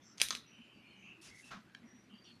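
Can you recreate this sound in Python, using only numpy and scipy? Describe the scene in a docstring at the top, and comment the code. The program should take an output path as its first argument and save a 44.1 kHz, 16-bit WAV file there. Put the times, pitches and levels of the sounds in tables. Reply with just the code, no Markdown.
"""Pens clattering on a desk

A plastic felt-tip pen is dropped among other pens in a small room: its barrel and the desk ring as
short damped tones with cracks of noise, and loose pens rattle. Shaped noise makes a hand sliding over
a notebook and settling on it; then the tip of a held pen taps the page, again as damped tones.
Behind it are a low rumble with hiss, a weak steady hum, and dull thuds and faint gliding whistles
made from narrow noise. The sound is nearly mono."""
import sys
import numpy as np
from scipy import signal
from scipy.fft import rfft, irfft
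from scipy.io import wavfile
from scipy.ndimage import uniform_filter1d

SR = 44100
rng = np.random.default_rng(int(sys.argv[2]) if len(sys.argv) > 2 else 0)


def generate_wav(sig):
    """Save sig (samples, or channels by samples) to the path in sys.argv[1] as 16-bit PCM at SR."""
    pcm = np.round(np.clip(np.atleast_2d(sig).T, -1, 1) * 32767).astype(np.int16)
    wavfile.write(sys.argv[1], SR, pcm)


N = 105840  # length of the scene [samples]

# colour of the room rumble and hiss: (frequency [Hz], level [dB per Hz])
AIR_COLOUR = [(20, -28), (45, -22.5), (65, -8.5), (110, -10), (160, -2), (225, 1), (350, -4.5),
              (470, -12.5), (900, -15), (1300, -14), (2200, -15.5), (3700, -22.5), (6000, -28), (8000, -34),
              (12600, -36.5), (14000, -53)]
# faint high whistles:
# (start [s], length [s], first pitch [Hz], last pitch [Hz], width [Hz], level [dB])
WHISTLES = [(0.015, 0.16, 5910, 5540, 1170, -65.5), (0.032, 0.12, 7370, 7370, 500, -77.5),
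            (0, 0.062, 3440, 3410, 500, -74), (.462, 0.079, 5850, 5740, 128, -68.5),
            (.51, 0.096, 5840, 5880, 200, -77.5), (0.426, 0.39, 2665, 2664, 600, -66.5),
            (0.484, 0.299, 2965, 3055, 240, -66.5), (0.617, 0.011, 2833, 2750, 700, -61),
            (0.722, 0.42, 2750, 3126, 376.5, -67.5), (0.757, 0.42, 2407, 2330, 380, -67),
            (0.723, 0.11, 4740, 4500, 160.6, -78.5), (0.843, 0.13, 4290, 4240, 160, -74.5),
            (0.957, 0.19, 6200, 6470, 1000, -77), (1.021, 0.15, 2577, 2730, 560, -56.5),
            (1.131, 0.2, 2650, 2706, 301, -66), (1.284, 0.15, 2080, 2114, 294, -60.5),
            (1.424, 0.094, 2665, 2680, 215, -60.5), (1.644, 0.15, 1435, 1744, 200, -73),
            (1.759, 0.043, 5500, 5340, 110, -78.5), (1.82, 0.16, 2050, 1800, 382, -70.5),
            (1.847, .22, 5760, 5800, 108.7, -71), (2.092, 0.13, 2900, 3070, 513, -65),
            (2.133, 0.192, 4660, 4700, 191.4, -70), (2.24, 0.096, 3200, 2940, 1000, -62.5),
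            (2.237, 0.054, 5670, 5670, 354, -68), (2.248, 0.14, 4370, 4300, 315, -67.5)]
# dull low thuds: (start [s], length [s], pitch [Hz], level [dB])
THUDS = [(.21, 0.035, 220, -59.5), (.29, .11, 219.8, -57.5), (0.568, 0.077, 234.3, -60),
         (0.793, 0.071, 258.7, -63.5), (.92, 0.3, 199.8, -68), (1.161, 0.079, 332.6, -65.5),
         (1.269, 0.098, 88, -67), (1.53, 0.097, 210, -55.5), (1.62, 0.33, 191, -70),
         (1.83, 0.066, 239.6, -56.5), (1.92, 0.064, 236, -61), (2.11, 0.071, 219, -57.5)]
# how long the room's tail takes to fall by 60 dB: (frequency [Hz], time [s])
ROOM_DECAY = [(200, 0.47), (1200, 0.2), (3800, 0.32), (7000, 0.15), (13000, 0.23)]
# colour of the room's tail: (frequency [Hz], level [dB])
ROOM_COLOUR = [(100, 4.5), (750, -5.5), (1300, 6), (2400, -8), (3200, -8), (3850, 9.5), (4600, -6),
               (6300, 1.5), (7600, 0.5), (9600, -2.5), (12500, 2)]
# near reflections: (delay [s], level [dB])
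ECHOES = [(.0031, -14), (.0056, -26.5), (.0072, -54), (.0156, -31), (.0168, -27), (.0203, -22.5)]
# skin slides on paper: (start [s], length [s], level [dB], treble change [dB])
HAND_SLIDES = [(0.174, 0.026, -56.5, -4), (1.213, 0.074, -64, 6.5), (1.249, .06, -56.5, -19),
               (1.285, 0.06, -63.5, -12), (1.341, .1, -72.5, 11), (1.44, 0.067, -62.5, 0),
               (2.24, 0.14, -75.5, -3)]
# colour of the sliding: (frequency [Hz], level [dB])
SLIDE_COLOUR = [(100, -21.5), (900, -7.5), (1800, -3), (3000, -0.5), (4300, -3), (5500, 2), (8000, -7),
                (10000, -5), (13000, -22.5)]
# the hand settles on the notebook:
# (start [s], rise [s], decay [s], level [dB], treble change [dB])
HAND_PATS = [(1.505, 0.012, 0.039, -49.5, 9.5), (1.529, 0.0059, 0.026, -49, -18)]
# colour of the settling: (frequency [Hz], level [dB])
PAT_COLOUR = [(60, -4), (200, 1.5), (420, -10.5), (700, 0), (900, -3), (1100, 5), (1400, 7), (1900, -4),
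              (3800, -8.5), (6300, -18), (8000, -31), (13000, -41)]
# colour of the contact noise of all pens: (frequency [Hz], level [dB])
CRACK_COLOUR = [(30, -15), (100, -19.5), (200, -4.5), (450, 3.5), (850, -8.5), (2000, 10), (6000, 1.5),
                (10000, 3), (14000, -15.5)]
# the tip touches the page: (time [s], level [dB], bass change [dB], treble change [dB])
TIP_TAPS = [(1.6978, -61.5, 11.5, -20), (1.7482, -42.5, -1.5, -22), (1.7494, -36, 2, -34.5)]
# tones of the held pen: (frequency [Hz], width [Hz], level [dB])
HELD_PEN_MODES = [(1667, 200, 4), (2300, 190, -3.5), (3110, 140, 2), (3960, 120, -9.5), (4480, 190, -6),
                  (6810, 1300, -26)]
# loose pens chatter after a blow: (start [s], length [s], level [dB])
RATTLES = [(0.222, .08, -36.5), (0.31, .065, -35.5)]
# a pen knocks on the desk: (time [s], level [dB], bass change [dB], treble change [dB])
DESK_LANDINGS = [(.1810, -47.5, 2, 11), (.3065, -20.5, 6, -1.5), (.3077, -27.5, 0, -1),
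                 (.3103, -28.5, 10, -14), (.3262, -37, 15, -15)]
# tones of pen and desk top: (frequency [Hz], width [Hz], level [dB])
DESK_MODES = [(1200, 99, 5), (1440, 78, -0.5), (1800, 190, -7.5), (2290, 180, -13), (3480, 280, -3.5),
              (4720, 300, -0.5), (6350, 130, 4), (8050, 400, -24), (10400, 430, -26)]
# barrel against barrel: (time [s], level [dB], bass change [dB], treble change [dB])
BARREL_CLICKS = [(.2005, -24.5, 8, -7), (.2040, -29, 3, -4.5), (.2076, -29.5, 16.5, -10),
                 (.2153, -21, -19.5, -3), (.2159, -7, 2.5, 1), (.2171, -16, 6, -5.5),
                 (.2857, -30.5, 7, 7.5), (.3506, -22.5, 6, -34), (.3530, -30.5, -2, -16)]
# tones of the barrels: (frequency [Hz], width [Hz], level [dB])
BARREL_MODES = [(1300, 790, -19), (2400, 550, 0), (3260, 880, 1), (4160, 1300, -2.5), (5060, 470, -1.5),
                (6074, 150, -1), (7800, 700, -10), (8130, 300, -9.5), (9500, 550, -6), (10590, 270, -19),
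                (12700, 460, -20)]

AIR_DB, HUM_HZ, HUM_DB = -65.5, 120.4, -77
WHISTLE_ROUNDNESS = .7
WAVER = 0.0043  # typical pitch waver of the whistles, as a share of the pitch
THUD_WIDTH_HZ = 70
ROOM_DB, ROOM_GAP_S = -5.5, .002  # strength of the tail and the wait before it
SCATTER = 2.8  # the room hears the barrels from all sides, so their tones blend: widths times this
GRAIN_DB = 1.5  # unevenness of the sliding
BASS_HZ, TREBLE_HZ = 1500, 6000  # corners of the tone controls
CRACK_DB, CRACK_S = -16.5, .0012  # noise level against the ring's peak, and its decay time
RING_CUT_HZ = 1800  # a thin pen radiates little below this
RATTLE_PER_S, RATTLE_FADE_DB = 420, -12  # contacts each second; level change from start to end
RATTLE_SPREAD_DB = 6.5  # random level, up or down
RATTLE_DETUNE = .25  # the loose pens ring at different pitches: up to this share up or down
RUMBLE_CUT_HZ = 52
WIDTH_DB, WIDTH_HZ = -27, 5000  # the channels differ slightly in level, mainly above this
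OVERLOAD = 0.93  # the microphone bends peaks so that they stay below this
EDGE_HZ = 13150  # upper limit of the recorder


def amp(db):
    """Turns decibels into a gain."""
    return 10 ** (np.asarray(db) / 20)


def unit(x):
    """Scales a sound to an average (rms) level of 1."""
    return x / np.sqrt(np.mean(x ** 2) + 1e-20)


def read(points, hz):
    """Reads a table of (frequency, value) along a logarithmic frequency axis."""
    f, value = np.transpose(points)
    return np.interp(np.log(hz + 1), np.log(f + 1), value)


def add(mix, start_s, sound):
    """Adds a sound into the mix from its start time, cutting off what runs past the end."""
    part = mix[max(round(start_s * SR), 0):][:len(sound)]
    part += sound[:len(part)]


def noise(colour, size):
    """Makes noise of rms 1 with the given colour."""
    hz = np.fft.rfftfreq(size, 1 / SR)
    spectrum = rfft(rng.standard_normal(size)) * amp(read(colour, hz))
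    return unit(irfft(spectrum, size))


def highpass(x, hz):
    """Weakens what lies below hz."""
    return signal.lfilter(*signal.butter(2, hz, "high", fs=SR), x)


def shelves(x, bass_db, treble_db):
    """Raises or lowers the bass, then the treble."""
    low = signal.lfilter(*signal.butter(1, BASS_HZ, fs=SR), x)
    x = x + (amp(bass_db) - 1) * low
    high = signal.lfilter(*signal.butter(1, TREBLE_HZ, "high", fs=SR), x)
    return x + (amp(treble_db) - 1) * high


def swell(size, roundness):
    """A rounded rise and a slightly slower fall; a small roundness gives a flat top."""
    return np.sin(np.pi * np.linspace(0, 1, size) ** 0.82).clip(0) ** abs(roundness)


def band(hz, width_hz):
    """Narrow noise of rms 1 that follows a pitch curve."""
    z = rng.standard_normal(SR) + 1j * rng.standard_normal(SR)
    offset_hz = np.fft.fftfreq(SR, 1 / SR)
    z = np.fft.ifft(np.fft.fft(z) / (1 + (2 * offset_hz / width_hz) ** 4))[:len(hz)]
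    carrier = np.exp(2j * np.pi * np.cumsum(hz) / SR)  # moves the noise up to the wanted pitch
    return unit((z * carrier).real)


def grainy(size, depth_db):
    """Quick unevenness of friction, a few milliseconds a grain."""
    grains = unit(uniform_filter1d(rng.standard_normal(size), size=90))
    return unit(amp(abs(depth_db) * grains))


def patchy(x, depth_db):
    """Lets the level drift unevenly from one patch of time and frequency to the next."""
    z = signal.stft(x, nperseg=512, noverlap=384)[2]
    across_pitch = uniform_filter1d(rng.standard_normal(z.shape), size=7, axis=0)
    field = uniform_filter1d(across_pitch, size=14, axis=1)
    uneven = signal.istft(z * amp(depth_db * unit(field)), nperseg=512, noverlap=384)[1]
    return unit(uneven[:len(x)])


def background():
    """Room rumble and hiss are coloured noise; the weak mains hum is one steady tone."""
    air = patchy(noise(AIR_COLOUR, N), depth_db=1.9)
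    hum = unit(np.sin(2 * np.pi * HUM_HZ * np.arange(N) / SR))
    return amp(AIR_DB) * air + amp(HUM_DB) * hum


def whistles():
    """Faint fuzzy whistles: narrow noise that glides and wavers in pitch."""
    out = np.zeros(N)
    for start, length, first_hz, last_hz, width_hz, db in WHISTLES:
        n = int(length * SR)
        waver = unit(uniform_filter1d(rng.standard_normal(SR), size=1500))[:n]
        pitch = np.linspace(first_hz, last_hz, n) * (1 + WAVER * waver)
        add(out, start, amp(db) * swell(n, WHISTLE_ROUNDNESS) * band(pitch, width_hz))
    return out


def thuds():
    """Soft, dull booms: narrow low noise that swells and fades."""
    out = np.zeros(N)
    for start, length, hz, db in THUDS:
        n = int(length * SR)
        boom = band(np.full(n, hz), THUD_WIDTH_HZ)
        add(out, start, amp(db) * swell(n, roundness=0.77) * boom)
    return out


def room(x):
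    """Walls return a few near reflections and a short diffuse tail, which fades at its own pace by pitch."""
    hz, t, z = signal.stft(noise(ROOM_COLOUR, SR // 2), SR, nperseg=256)
    fade = amp(-60 * t / read(ROOM_DECAY, hz)[:, None])
    tail = signal.istft(z * fade, SR, nperseg=256)[1]
    response = np.zeros(SR // 2)
    add(response, ROOM_GAP_S, amp(ROOM_DB) * tail / np.linalg.norm(tail))
    for delay, db in ECHOES:
        add(response, delay, amp([db]))
    return signal.fftconvolve(x, response)[:N]


def hand():
    """Skin rubs across paper as grainy noise, then the hand comes down with a soft rustle."""
    out, t = np.zeros(N), np.arange(SR // 4) / SR
    for start, length, db, treble_db in HAND_SLIDES:
        n = int(length * SR)
        paper = patchy(noise(SLIDE_COLOUR, len(t)), depth_db=2.0)
        rub = (paper * grainy(len(t), GRAIN_DB))[:n]
        add(out, start, amp(db) * swell(n, roundness=0.31) * shelves(rub, 0, treble_db))
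    for start, rise, decay, db, treble_db in HAND_PATS:
        shape = np.minimum(t / rise, 1) * np.exp(-np.maximum(t - rise, 0) / decay)
        rustle = noise(PAT_COLOUR, len(t)) * grainy(len(t), depth_db=1.0)
        add(out, start, amp(db) * shape * shelves(rustle, 0, treble_db))
    return out


def strikes(contacts, modes):
    """Each contact gives a crack of noise and rings the quickly damped tones (modes) of the plastic."""
    t, out = np.arange(SR // 20) / SR, np.zeros(N)
    ring = np.zeros(len(t))
    for k, (hz, width, db) in enumerate(modes):
        # a wider mode dies sooner; the factor width keeps the peak of its spectrum at the table's level
        strength = (-1) ** k * amp(db) * width
        ring += strength * np.exp(-np.pi * width * t) * np.sin(2 * np.pi * hz * t)
    ring = highpass(ring, RING_CUT_HZ)
    ring = ring / abs(ring).max()
    for start, db, bass_db, treble_db in contacts:
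        crack = amp(CRACK_DB) * noise(CRACK_COLOUR, len(t)) * np.exp(-t / CRACK_S)
        add(out, start, amp(db) * shelves(ring + crack, bass_db, treble_db))
    return out


def tip_taps():
    """The tip touches the page and rings the held pen."""
    return strikes(TIP_TAPS, HELD_PEN_MODES)


def rattle():
    """Tiny random contacts between different pens, dying away as they come to rest."""
    out = np.zeros(N)
    for start, length, db in RATTLES:
        count = int(length * RATTLE_PER_S)
        for k, (jitter, strength, pitch) in enumerate(rng.random((count, 3))):
            place = (k + jitter) / count  # 0 at the start of the rattle, 1 at its end
            detune = 1 + RATTLE_DETUNE * (2 * pitch - 1)
            modes = [(hz * detune, width, level) for hz, width, level in BARREL_MODES]
            contact_db = db + RATTLE_FADE_DB * place + RATTLE_SPREAD_DB * (2 * strength - 1)
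            out += strikes([(start + place * length, contact_db, 0, 0)], modes)
    return shelves(out, bass_db=-3.5, treble_db=-5)


def desk_knocks():
    """A pen hits the desk, and pen and desk top ring together."""
    return strikes(DESK_LANDINGS, DESK_MODES)


def barrel_clicks(widening):
    """Barrel hits barrel; widening the modes makes them blend and die sooner."""
    modes = [(hz, width * widening, db) for hz, width, db in BARREL_MODES]
    return strikes(BARREL_CLICKS, modes)


def scene():
    """Mixes all sources in the room, nearly mono."""
    behind = background() + whistles() + thuds()
    tip = tip_taps()
    knocks = desk_knocks() + rattle()
    near = highpass(barrel_clicks(widening=1) + knocks, RUMBLE_CUT_HZ)
    # what the room hears of the drop
    around = highpass(amp(1.0) * barrel_clicks(SCATTER) + knocks, RUMBLE_CUT_HZ)
    mono = behind + room(around + amp(-3) * tip) + hand() + tip + near
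    side = amp(WIDTH_DB) * highpass(mono, WIDTH_HZ)
    return np.array([mono + side, mono - side])


def record(dry):
    """The microphone softly flattens strong peaks; then the recorder cuts off the highest treble."""
    soft = OVERLOAD * np.tanh(dry / OVERLOAD)
    band_limit = signal.firwin(255, EDGE_HZ, window=("kaiser", 8), fs=SR)
    return signal.oaconvolve(soft, band_limit[None], "same")


dry = scene()
out = record(dry)
generate_wav(out)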